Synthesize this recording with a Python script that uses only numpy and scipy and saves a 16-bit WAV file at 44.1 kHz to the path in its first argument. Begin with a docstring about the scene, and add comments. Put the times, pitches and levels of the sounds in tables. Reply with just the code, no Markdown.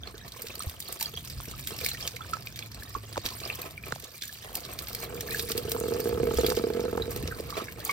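"""A garden hose runs over a small wet animal on a tiled yard, close by, above a low outdoor rumble with soft bumps.
From the start, noise shaped by droplet bursts fizzes, sine rings bubble and gurgle, and a few gouts tap something hollow.
Noise bursts then slap the tiles; a faint sine drone sinks from one to four seconds, and falling tones knock now and then.
The flow surges throughout and dips briefly near four seconds. From about five the jet strays onto the hollow thing and
drums on its resonances for two seconds, then fades to faint tapping under splashing, bubbling, rumble and a few knocks."""
import sys
import numpy as np
from scipy import signal
from scipy.fft import rfft, irfft, next_fast_len
from scipy.io import wavfile
from scipy.ndimage import uniform_filter1d, map_coordinates

SR = 44100
rng = np.random.default_rng(int(sys.argv[2]) if len(sys.argv) > 2 else 0)


def transcribe(u):
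    """Save the signal u as a 16-bit wav file named by the first command-line argument.

    u: samples, shape (n,) or (channels, n), limited to [-1, 1]; the rate is SR.
    q: integer samples, one column per channel.
    """
    v = np.clip(np.atleast_2d(u).T, -1, 1)
    q = np.round(v * 32767).astype(np.int16)
    wavfile.write(sys.argv[1], SR, q)


N = 349272


def amp(db):
    """Decibels to gain."""
    return 10 ** (np.asarray(db) / 20)


def unit(x):
    """Scale to rms 1."""
    return x / np.sqrt(np.mean(x ** 2) + 1e-20)


def along(points, hz):
    """Read (Hz, value) points on a log frequency axis."""
    f, v = np.transpose(points)
    return np.interp(np.log(hz + 1), np.log(f + 1), v)


def curves(rows):
    """One value per sample for each column after the time."""
    s, *cols = np.transpose(rows)
    return [np.interp(np.arange(N) / SR, s, c) for c in cols]


def wobble(rate):
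    """A smooth random curve, rate knots a second."""
    knots = rng.standard_normal(int(N * rate / SR) + 4)
    return map_coordinates(knots, [np.arange(N) * rate / SR])


def filtered(x, response):
    """Shape the spectrum of x by a response of frequency."""
    m = next_fast_len(N + 8192)
    hz = np.fft.rfftfreq(m, 1 / SR)
    return irfft(rfft(x, m) * response(hz), m)[..., :N]


def add(track, s, sound):
    """Mix a sound into a track at time s."""
    start = max(round(s * SR), 0)
    part = track[..., start:start + sound.shape[-1]]
    part += sound[..., :part.shape[-1]]


def fade(t, attack, t60):
    """A soft start and an exponential decay, peak 1."""
    t = np.maximum(t, 0)
    shape = (1 - np.exp(-t / attack)) * 1000 ** (-t / t60)
    return shape / (shape.max(axis=-1, keepdims=True) + 1e-12)


# stereo width of the noise: hz, side_minus_mid_db
WIDTH = [(60, -16), (130, -10.5), (450, -16.5), (750, -5.5), (1400, -13.5), (2400, 1), (5000, -13),
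         (7000, -5.5), (9400, -3.5), (10700, -11.5), (13400, -17), (15700, -9)]


def noise(spectrum):
    """Coloured stereo noise whose mid has rms 1; the width varies with frequency."""
    def colour(hz):
        width = np.array([np.ones_like(hz), amp(along(WIDTH, hz))])
        return amp(along(spectrum, hz)) * width
    mid, side = filtered(rng.standard_normal((2, N)), colour)
    return np.array([mid + side, mid - side]) / np.std(mid)


def tinted(x, depth_db, size):
    """Give droplets their own colour: random gain patches, a few milliseconds long and size bins wide."""
    z = signal.stft(x, nperseg=128)[2]
    field = rng.standard_normal(z.shape[1:])
    for _ in range(2):
        field = uniform_filter1d(field, size=size, axis=0)
        field = uniform_filter1d(field, size=3, axis=1)
    gains = unit(amp(depth_db * unit(field)))
    return signal.istft(z * gains, nperseg=128)[1][:, :N]


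def impacts(rate, spread_db):
    """Random impulses, on average rate a second, with clipped log-normal sizes."""
    sizes = amp(spread_db * np.clip(rng.standard_normal(N), -2.3, 2.3))
    return (rng.random(N) < rate / SR) * sizes


def shower(rate, spread_db, t60):
    """Envelope of rms 1 of many droplets, each a tiny burst, summed in power."""
    burst = fade(np.arange(SR // 20) / SR, 0.00013, t60)
    power = signal.fftconvolve(impacts(rate, spread_db) ** 2, burst ** 2)[:N]
    return unit(np.sqrt(np.abs(power)))


def bubble(t, hz, t60, rise, attack):
    """A ringing air pocket: a dying sine whose pitch climbs with positive rise, falls with negative."""
    return fade(t, attack, t60) * np.sin(2 * np.pi * hz * t * (1 + rise * t / t60))


def bubbles(count, centre_hz, octaves, cycles, spread_db, rise):
    """A stereo cloud of rms 1 of bubbles; the small, high ones tend to die sooner."""
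    start = rng.integers(0, N, count)
    pitch, life, size, place, pan = np.clip(rng.standard_normal((count, 5)), -2, 2).T[..., None]
    hz = np.minimum(centre_hz * 2 ** (octaves * pitch), SR / 4)
    t60 = cycles / hz * amp(8.7 * life)
    t = np.arange(SR // 45) / SR
    positions = (start[:, None] + np.arange(len(t))).ravel()
    ports = []
    for side in (1, -1):
        level = amp(spread_db * size + side * 2 * pan)
        rings = level * bubble(t + side * place * 5e-5, hz, t60, rise, 0.00084)
        ports.append(np.bincount(positions, rings.ravel(), N)[:N])
    return unit(np.array(ports))


def ragged(t, hz, t60, width):
    """A torn air pocket: a dying band of noise around hz, its width a share of the pitch."""
    knots = rng.standard_normal(size=512)
    rough = np.interp(t * hz * width, np.arange(len(knots)), knots)
    return fade(t, 0.00046, t60) * rough * np.sin(2 * np.pi * hz * t)


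# the stream surges (+) as it catches the animal, or dips (-) as the hand checks it: start_s, length_s, change_db
SURGES = [(0.84, 0.21, 4.5), (1.64, 0.077, 6), (1.766, 0.17, 10), (1.972, 0.095, 11), (3.212, 0.13, 10),
          (3.405, 0.15, 3.5), (3.704, 0.13, -6.5), (4.05, 0.076, -7), (4.203, 0.051, 5.5),
          (4.954, 0.084, 7.5), (5.049, 0.091, -7), (5.306, 0.095, 4.5), (6.123, 0.16, -5),
          (6.281, 0.24, 6.5), (7.52, 0.15, 6.5), (7.721, 0.028, -3), (7.828, 0.078, 10.5)]
SURGE_ATTACK_S, SURGE_RELEASE_S = 0.045, 0.038


def surge():
    """Change of the flow in dB: each surge or dip rises, holds and releases."""
    t = np.arange(N) / SR
    total = 0
    for s, length, db in SURGES:
        attack = (t - s) / SURGE_ATTACK_S
        release = 1 - (t - s - length) / SURGE_RELEASE_S
        total = total + db * np.clip(np.minimum(attack, release), 0, 1)
    return total


# slow levels as the hose is moved about, before trims and sway: time_s, splash_db, mist_db, gurgle_db
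FLOW = [(0.0, -57, -63, -51.5), (0.65, -47.5, -48, -50), (1.3, -46.5, -52, -56), (2.4, -50, -54, -51),
        (3.12, -51, -57.5, -51.5), (3.6, -52, -52.5, -44.5), (4.3, -46.5, -51.5, -61.5),
        (4.55, -48, -48.5, -48), (5.65, -45, -45.5, -46.5), (6.65, -46.5, -51, -47.5),
        (7.3, -49, -51.5, -43.5), (7.92, -53.5, -58.5, -46)]
# colours of splash, fine mist and hollow wash: hz, relative_db
SPLASH = [(300, -2), (900, -35.5), (1600, -4.5), (2400, -2), (3000, -3.5), (3700, 1), (4700, 2.5),
          (6500, -3.5), (9000, -13), (12000, -15.5)]
MIST = [(3000, -42), (6500, -0.5), (8300, 2), (9400, 6), (10000, 2.5), (10800, 2.5), (12300, 5.5),
        (13500, 10), (14800, 5), (15700, 6)]
WASH = [(100, -42), (220, 6), (340, 9.5), (480, 13), (580, 4), (680, 12), (880, -1.5), (1200, 9.5),
        (1500, -5.5), (2200, 1), (3000, -4), (6000, -12.5)]
MIST_FOLLOWS, GURGLE_FOLLOWS = 1, 0.55  # dB per dB of surge
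SPLASH_DB, MIST_DB, GURGLE_DB = -2.0, 1.58, 0.13  # trims of the three layers
CLUMP_DB, CLUMPS_PER_S = 2, 43  # the water arrives in clumps
SWAY_DB, SWAYS_PER_S = 1.4, 12  # each layer also wavers on its own


def stream():
    """The stream breaks into droplets, mist and bubbles, which arrive in clumps."""
    splash_db, mist_db, gurgle_db = [level + SWAY_DB * wobble(SWAYS_PER_S) for level in curves(FLOW)]
    push = surge()
    splash_db = splash_db + SPLASH_DB + push
    mist_db = mist_db + MIST_DB + MIST_FOLLOWS * push
    gurgle_db = gurgle_db + GURGLE_DB + GURGLE_FOLLOWS * push
    clumps = CLUMP_DB * wobble(CLUMPS_PER_S)

    drops = shower(rate=380, spread_db=15.5, t60=0.024)
    splash = tinted(noise(SPLASH), depth_db=4.0, size=3) * (amp(-4.0) * drops + amp(-7.5))
    droplets = shower(rate=550, spread_db=9.0, t60=0.015)
    mist = tinted(noise(MIST), depth_db=3.0, size=8) * (amp(-2.5) * drops + amp(-2) * droplets)

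    prickle = amp(-11.5) * bubbles(count=700, centre_hz=8150, octaves=0.2, cycles=70, spread_db=8, rise=0.02)
    plinks = bubbles(count=2000, centre_hz=4200, octaves=.42, cycles=22, spread_db=5, rise=.05)
    ticks = bubbles(count=2000, centre_hz=2300, octaves=.8, cycles=6, spread_db=6, rise=-.05)
    fizz = amp(-5) * plinks + amp(-13.5) * ticks

    pockets = bubbles(count=2600, centre_hz=1900, octaves=.5, cycles=14, spread_db=4, rise=.02)
    gurgle = amp(-9.0) * pockets
    # cavities that close again give short, falling glugs
    glugs = amp(-13.0) * bubbles(count=600, centre_hz=835, octaves=0.536, cycles=8.7, spread_db=2, rise=-0.08)
    wash = amp(-3.0) * noise(WASH) * shower(rate=240, spread_db=9.5, t60=0.088)

    bright = amp(splash_db) * (splash + fizz)
    fine = amp(mist_db) * (mist + prickle)
    low = amp(gurgle_db) * (gurgle + glugs + wash)
    return amp(clumps) * (bright + fine + low)


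# rumble level before trim and waver: time_s, level_db
RUMBLE = [(0.0, -44.5), (0.5, -52.5), (1.4, -43.5), (2.5, -46.5), (3.92, -46), (4.08, -56.5), (4.54, -47),
          (6.35, -37), (6.8, -41.5), (7.25, -36.5), (7.92, -49.5)]
# rumble colour: hz, relative_db
LOW = [(20, -50), (30, -45), (42, -8.5), (60, 0), (95, -0.5), (125, -1.5), (165, -7), (260, -14.5),
       (600, -27), (2000, -49)]
# soft bumps: start_s, peak_db, pitch_hz, t60_s
BUMPS = [(0.669, -24.5, 79.5, 0.074), (1.369, -33.5, 61, 0.2), (2.951, -35.5, 60, 0.29),
         (3.926, -31.5, 123, 0.055), (6.368, -24.5, 65, 0.24)]
# a faint drone that sinks in pitch and dies away, before its waver: time_s, pitch_hz, level_db
DRONE = [(1.0, 128.5, -66), (1.25, 128.1, -44.5), (1.65, 128.2, -47.5), (2.0, 123, -50), (2.4, 117, -56),
         (2.8, 107.6, -42), (3.2, 108, -52.5), (4.1, 108.4, -66)]
DRONE_WAVER_DB, DRONE_WAVER_HZ = 2.5, 3


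def rumble():
    """Low outdoor rumble of coloured noise, a wavering sine drone and bumps of dying low sines."""
    hz, drone_db = curves(DRONE)
    drone_level = amp(drone_db + DRONE_WAVER_DB * wobble(8.8))
    phase = 2 * np.pi * np.cumsum(hz + DRONE_WAVER_HZ * wobble(28.07)) / SR
    drone = drone_level * np.sin(phase)
    rumble_level = amp(curves(RUMBLE)[0] - 2.0 + 1.44 * wobble(12))
    out = rumble_level * noise(LOW) + drone
    t = np.arange(SR // 4) / SR
    for s, db, hz, t60 in BUMPS:
        add(out, s, amp(db) * bubble(t, hz, t60, rise=0, attack=0.0028))
    return out


# the biggest air pockets, levels before trims: start_s, level_db, pitch_hz, t60_s
PLOPS = [(0.034, -28.5, 3380, 0.013), (0.073, -29, 4200, 0.016), (0.342, -43, 1020, 0.0097),
         (0.364, -35.5, 1030, .018), (0.503, -32, 2510, 0.016), (0.593, -25, 8240, 0.011),
         (0.604, -29, 1220, 0.02), (0.605, -31.5, 4140, 0.015), (0.634, -28, 7790, .008),
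         (1.014, -28.5, 910, 0.024), (1.058, -19.5, 4230, 0.0088), (1.173, -22.5, 3150, 0.014),
         (1.537, -36, 1240, 0.035), (1.861, -16, 2140, 0.012), (1.915, -25, 4050, 0.017),
         (1.946, -27, 1865, 0.028), (2.009, -30, 4800, .012), (2.207, -27, 1290, 0.025),
         (2.218, -33.5, 3420, .022), (2.333, -20.5, 1310, 0.043), (2.471, -27.5, 2310, 0.011),
         (2.624, -30, 3415, 0.022), (2.625, -30.5, 2320, 0.0091), (2.823, -36, 1700, 0.022),
         (2.95, -21.5, 1115, 0.038), (3.436, -29, 4300, 0.013), (3.452, -24, 4880, 0.013),
         (3.501, -19.5, 2470, 0.0096), (3.528, -30, 4100, 0.011), (3.618, -33, 4260, 0.014),
         (3.628, -35, 2490, 0.035), (3.777, -31.5, 2300, 0.018), (3.837, -27, 2360, 0.014),
         (4.224, -28.5, 3510, .018), (4.235, -34, 1640, 0.028), (4.293, -35, 1700, 0.03),
         (5.315, -31.5, 1850, .022), (5.345, -23.5, 1677, 0.033), (6.443, -25, 3340, 0.039),
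         (7.021, -21.5, 3830, 0.015), (7.311, -29, 1584, 0.043), (7.323, -27.5, 1474, 0.027),
         (7.499, -33.5, 1200, 0.034), (7.525, -28.5, 1170, .032), (7.555, -34, 1130, 0.03),
         (7.6, -30, 1190, 0.026), (7.608, -28, 1205, 0.024), (7.681, -34, 2187, 0.067),
         (7.684, -33, 1600, .014), (7.893, -21, 2214, 0.086), (7.893, -21.5, 1124, 0.041)]
TWIN_S, TWIN_DB, TWIN_RATIO = 0.0091, -23, 1.3  # the smaller pocket shed: delay, level, pitch ratio
CHIRP_S = 0.0036  # a pocket with this t60 triples its pitch within it; longer-lived ones rise far less


def plops():
    """Large air pockets ring clearly, and each sheds a smaller one."""
    out, t = np.zeros((2, N)), np.arange(SR // 8) / SR
    spatter = np.zeros(N)
    for s, db, hz, t60 in PLOPS:
        ports = t + rng.normal(0, 2e-5) * np.array([[1], [-1]])  # a tiny time offset between the ports
        clear = amp(db - 3.0) * bubble(ports, hz, t60, rise=(CHIRP_S / t60) ** 2, attack=0.0016)
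        torn = amp(db - 10.0) * ragged(ports, hz, t60, width=0.48)
        add(out, s, clear + torn)
        twin = bubble(ports, hz * TWIN_RATIO, t60, rise=0.029, attack=0.00013)
        add(out, s + TWIN_S, amp(db + TWIN_DB) * twin)
        add(spatter, s, amp(db - 27.0) * fade(t, 0.0015, t60))  # the drop that traps the air
    return out + spatter * noise(SPLASH)


# runs of bubbles where the water pools, levels before trim and scatter: start_s, length_s, level_db, pitch_hz
TRICKLES = [(0.14, .12, -40.5, 1590), (1.139, .06, -29, 3740), (1.709, .04, -39, 960),
            (2.196, .05, -38, 1290), (3.243, .11, -37.5, 905), (3.486, .06, -30, 3200),
            (4.426, .06, -34, 1910), (4.638, .22, -43, 545), (5.292, .05, -26, 2030),
            (7.811, .04, -36, 1600)]
TRICKLE_GAP_S, TRICKLE_CYCLES = 0.014, 31  # time from bubble to bubble, ring length
TRICKLE_OCTAVES, TRICKLE_SPREAD_DB = 0.26, 1  # scatter of pitch and level


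def trickles():
    """Pooling water traps one bubble after another, all of about the same size."""
    out, t = np.zeros((2, N)), np.arange(SR // 16) / SR
    for start, length, db, hz in TRICKLES:
        scatter = np.clip(rng.standard_normal((16, 4)), -2, 2)
        for k, (late, pitch, size, place) in enumerate(scatter):
            if k * TRICKLE_GAP_S < length:
                own_hz = hz * 2 ** (TRICKLE_OCTAVES * pitch)
                ports = t + place * 5e-5 * np.array([[1], [-1]])
                ring = bubble(ports, own_hz, TRICKLE_CYCLES / own_hz, rise=0.018, attack=0.0011)
                level = amp(db - 6.5 + TRICKLE_SPREAD_DB * size)
                add(out, start + (k + .3 * late) * TRICKLE_GAP_S, level * ring)
    return out


def causal(spectrum):
    """The minimum-phase impulse response of a body with this spectrum, peak 1."""
    size = 4096
    cepstrum = irfft(np.log(amp(along(spectrum, np.fft.rfftfreq(size, 1 / SR)))))
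    # fold the cepstrum so that the response starts at once
    cepstrum[1:size // 2] *= 2
    cepstrum[size // 2 + 1:] = 0
    response = irfft(np.exp(rfft(cepstrum)))
    return response / np.abs(response).max()


# heavy gouts that beat on the hollow surface, levels before trims: start_s, level_db
GOUTS = [(0.143, -33), (0.36, -42), (0.442, -34.5), (0.575, -36), (1.09, -44), (1.138, -34), (1.479, -31.5),
         (1.719, -30), (1.834, -31), (2.14, -37), (2.964, -29), (5.154, -27.5), (5.389, -27), (5.433, -27),
         (5.504, -26), (5.552, -22), (5.581, -24.5), (5.651, -23), (5.681, -23.5), (5.719, -26),
         (5.748, -21), (5.784, -26), (5.811, -20), (5.838, -18.5), (5.857, -19), (5.883, -18.5),
         (5.908, -19.5), (5.921, -16.5), (5.946, -20), (5.959, -21), (5.969, -24.5), (5.997, -20.5),
         (6.018, -27), (6.057, -16), (6.072, -17), (6.093, -20), (6.11, -21), (6.127, -19), (6.148, -21),
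         (6.175, -17.5), (6.2, -15.5), (6.232, -13), (6.252, -19), (6.271, -16), (6.288, -18.5),
         (6.311, -18.5), (6.337, -18.5), (6.386, -10.5), (6.406, -18), (6.434, -14.5), (6.445, -13),
         (6.455, -21), (6.484, -15), (6.5, -19), (6.514, -17.5), (6.573, -13.5), (6.596, -18),
         (6.639, -13.5), (6.669, -17), (6.702, -16.5), (6.749, -19), (6.77, -17), (6.795, -16.5),
         (6.814, -22), (6.839, -18.5), (6.853, -18), (6.881, -20), (6.929, -17.5), (6.952, -19),
         (6.975, -17.5), (6.999, -19.5), (7.012, -22), (7.043, -33), (7.079, -22.5), (7.163, -24),
         (7.283, -30)]
# small drops between the gouts, levels before lift, scatter and trims: time_s, level_db
PATTER = [(4.9, -46), (5.1, -35), (5.5, -38), (5.9, -30), (6.45, -29.5), (7.0, -33), (7.25, -39),
          (7.92, -47)]
# response of the hollow body to a blow, before detuning: hz, relative_db
HOLLOW = [(60, -58), (100, -64), (155, -26.5), (215, -14.5), (320, -12.5), (400, -9), (460, 3.5), (495, -4),
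          (548, -35), (600, -25), (675, -16.5), (770, -35), (850, -22.5), (1070, -32), (1270, -21),
          (1450, -29), (1650, -26), (1900, -45), (2300, -35), (6000, -53)]
DROP_GAP_S, DROP_SCATTER = .014, .3  # mean time between drops, and its scatter as a share
DROP_DB, DROP_SPREAD_DB = 2.5, 3.5  # lift of a drop over the patter level, and range either way
GATHER_S = .013  # no drops fall for this long while a gout gathers
TOUCH_S = 0.0029  # the water touches the surface this long before its full push
DAMP_S, DAMP_SPREAD_DB = .35, 5  # t60 added by water lying on the surface, and its variation per blow
BREAKUP_DB, BREAKUP_FOLLOWS = -16.5, -0.42  # rough tail at 0 dB, and dB per dB: weak gouts fall apart more


def blow(db):
    """A push with a rough, collapsing tail; the spot and the load of water detune and damp the body."""
    t = np.arange(SR // 25) / SR
    detune, load = np.clip(rng.standard_normal(2), -1.5, 1.5)
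    body = causal(np.array(HOLLOW) * [amp(0.17 * detune), 1])
    damp_t60 = DAMP_S * amp(DAMP_SPREAD_DB * load)
    body = body * amp(-60 * np.arange(len(body)) / SR / damp_t60)
    push = fade(t - TOUCH_S, .0001, 0.0015)
    breakup = amp(BREAKUP_DB + BREAKUP_FOLLOWS * db) * fade(t, 0.0034, 0.022)
    force = push + breakup * rng.standard_normal(len(t))
    sound = signal.fftconvolve(force, body)
    return sound / np.abs(sound).max()


def drumming():
    """The jet breaks into gouts and small drops; each pushes the hollow surface, then spatters over it."""
    t = np.arange(SR // 25) / SR
    gap, size = rng.uniform(-1, 1, size=(220, 2)).T
    starts = PATTER[0][0] + np.cumsum(DROP_GAP_S * (1 + DROP_SCATTER * gap))
    levels = np.interp(starts, *np.transpose(PATTER)) + DROP_DB + DROP_SPREAD_DB * size
    ahead = np.array(GOUTS)[:, :1] - starts  # time from each drop to each gout
    falls = ~np.any((ahead > 0) & (ahead < GATHER_S), axis=0)
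    blows, wet = np.zeros((2, N))
    for s, db in [*GOUTS, *zip(starts[falls], levels[falls])]:
        add(blows, s - TOUCH_S, amp(db - 2.5) * blow(db))
        add(wet, s, amp(db - 21.5) * fade(t, 0.0004, 0.016))
    return blows + wet * noise(WASH)


# the biggest lumps of water slapping the tiles, before trims: start_s, level_db, mist_relative_db
SLAPS = [(0.42, -37.5, 14), (0.468, -26, -10), (0.484, -30, -14), (0.58, -34, -4), (0.696, -28, 0),
         (0.802, -30, 8.5), (0.9246, -30, 10.5), (1.009, -20, -1), (1.026, -20, 3.5), (1.672, -22, 2),
         (1.862, -19, 3), (2.0753, -15.5, -8), (2.335, -22, -22), (2.47, -26.5, -15), (2.59, -23, -11),
         (3.176, -25, -14), (3.287, -22.5, -19), (3.5005, -39, -24), (4.04, -31, -4), (4.2205, -22, -16),
         (4.553, -22, 6), (4.789, -21.5, -23), (4.871, -27, -18), (4.948, -23.5, 3), (4.966, -36, -8),
         (5.2074, -21, -3), (5.3941, -17, -14), (5.5169, -16.5, -4.5), (5.5772, -18.5, 2.5),
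         (5.717, -17, 1.5), (6.501, -17.5, -3), (6.568, -22, -6), (6.636, -45, -4), (6.972, -30.5, -5),
         (7.275, -23, -11), (7.8497, -36, 19)]
LEAD_S, LEAD_DB = 0.01, -18.5  # drops that land just ahead of a lump: lead, level


def slaps():
    """A few drops land first; then a lump of water bursts on the tiles and throws a short trail of spray."""
    t = np.arange(SR // 10) / SR
    first_drops = amp(LEAD_DB) * fade(t, .003, 0.039)
    lump = fade(t - LEAD_S, 0.00069, 0.02)
    trail = amp(-16.5) * fade(t - LEAD_S, 0.0029, 0.014)
    burst = first_drops + lump + trail
    body, spray = np.zeros((2, N))
    for s, db, mist_db in SLAPS:
        add(body, s - LEAD_S, amp(db - 10.5) * burst)
        add(spray, s - LEAD_S, amp(db + mist_db - 7.0) * burst)
    return body * noise(SPLASH) + spray * noise(MIST)


# short hollow smacks of water in fur and hand, levels before trims: start_s, level_db, start_pitch_hz, length_s
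SMACKS = [(1.402, -32.5, 1440, 0.0036), (2.246, -40, 1800, 0.0068), (2.369, -38.5, 1920, .006),
          (3.1585, -32, 1840, 0.0045), (3.169, -27.5, 1207, 0.008), (3.1773, -24, 1340, 0.0031),
          (3.176, -28, 702, 0.011), (3.642, -36.5, 897, 0.0056), (3.9227, -20.5, 1940, 0.004),
          (3.924, -28, 850, 0.0036), (3.96, -31, 950, 0.0036), (4.033, -44, 515, 0.014),
          (4.445, -42.5, 930, 0.0085), (4.458, -45, 940, 0.0049), (4.473, -43, 1000, 0.0037),
          (4.493, -41, 1200, 0.0065), (4.519, -42.5, 940, 0.0046), (4.543, -39.5, 1000, 0.0094),
          (4.564, -37.5, 1160, 0.0055), (5.764, -31, 1370, 0.0048), (6.52, -24, 1700, 0.003),
          (6.977, -27, 1600, 0.0056), (7.234, -31, 403.3, 0.013), (7.399, -28.5, 647, 0.01),
          (7.618, -31.5, 570, 0.009)]
SMACK_FALL_OCTAVES = 1  # how far the pitch drops while the cavity closes


def smacks():
    """A flattened cavity closes within a few cycles: a dry knock that falls in pitch."""
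    out, spatter, t = np.zeros(N), np.zeros(N), np.arange(SR // 30) / SR
    for s, db, hz, length in SMACKS:
        closed = np.minimum(t / length, 1)
        phase = 2 * np.pi * np.cumsum(hz * 2 ** (-SMACK_FALL_OCTAVES * closed)) / SR
        knock = amp(db) * np.sin(np.pi * closed ** 0.6) * np.sin(phase)
        torn = amp(db + 1.0) * ragged(t, hz / 2, 4 * length, width=0.78)
        add(out, s, knock + torn)
        add(spatter, s, amp(db - 8.5) * fade(t, 0.00018, 0.0066))
    return out + spatter * noise(SPLASH)


def yard(x, t60, above_hz):
    """Nearby surfaces return a brief scatter of the higher sounds, different at each port."""
    t = np.arange(SR // 3) / SR
    tail = rng.standard_normal((2, len(t))) * fade(t, 0.0011, t60)
    scatter = signal.fftconvolve(x, tail / np.linalg.norm(tail[0]), axes=1)[:, :N]
    return filtered(scatter, lambda hz: hz / np.hypot(hz, above_hz))


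# stereo balance: hz, left_minus_right_db
LEAN = [(60, 0.5), (110, -1.5), (200, 0), (380, -2.5), (700, -3), (1290, -4.5), (2380, 0.5), (4400, -5),
        (8120, -2.5), (15000, 0.5)]
# phase by which the left port leads: hz, phase_rad
PORT_PHASE = [(60, -0.5), (450, 0.78), (1250, 1.43), (1650, 0.36), (2150, 1.8), (2700, -1.05),
              (3700, -1.58), (5700, -1), (7000, -2.5), (8300, 0), (9900, 3), (10900, 3), (12500, 5.5),
              (13700, 6.5), (16000, 9)]


def scene():
    """The mix leans mostly to the right and reaches the two ports out of step."""
    water = stream() + slaps() + plops() + drumming() + trickles()
    dry = water + smacks() + amp(-9.5) * yard(water, t60=0.15, above_hz=130) + rumble()
    half = np.array([[1], [-1]]) / 2  # each port takes half of the difference

    def placement(hz):
        return amp(half * along(LEAN, hz)) * np.exp(1j * half * along(PORT_PHASE, hz))
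    return filtered(dry, placement)


TOP_HZ = 15900


def record(dry):
    """A steep low-pass removes nearly everything above the band limit."""
    return filtered(dry, lambda hz: 1 / (1 + (hz / TOP_HZ) ** 160))


dry = scene()
out = record(dry)
transcribe(out)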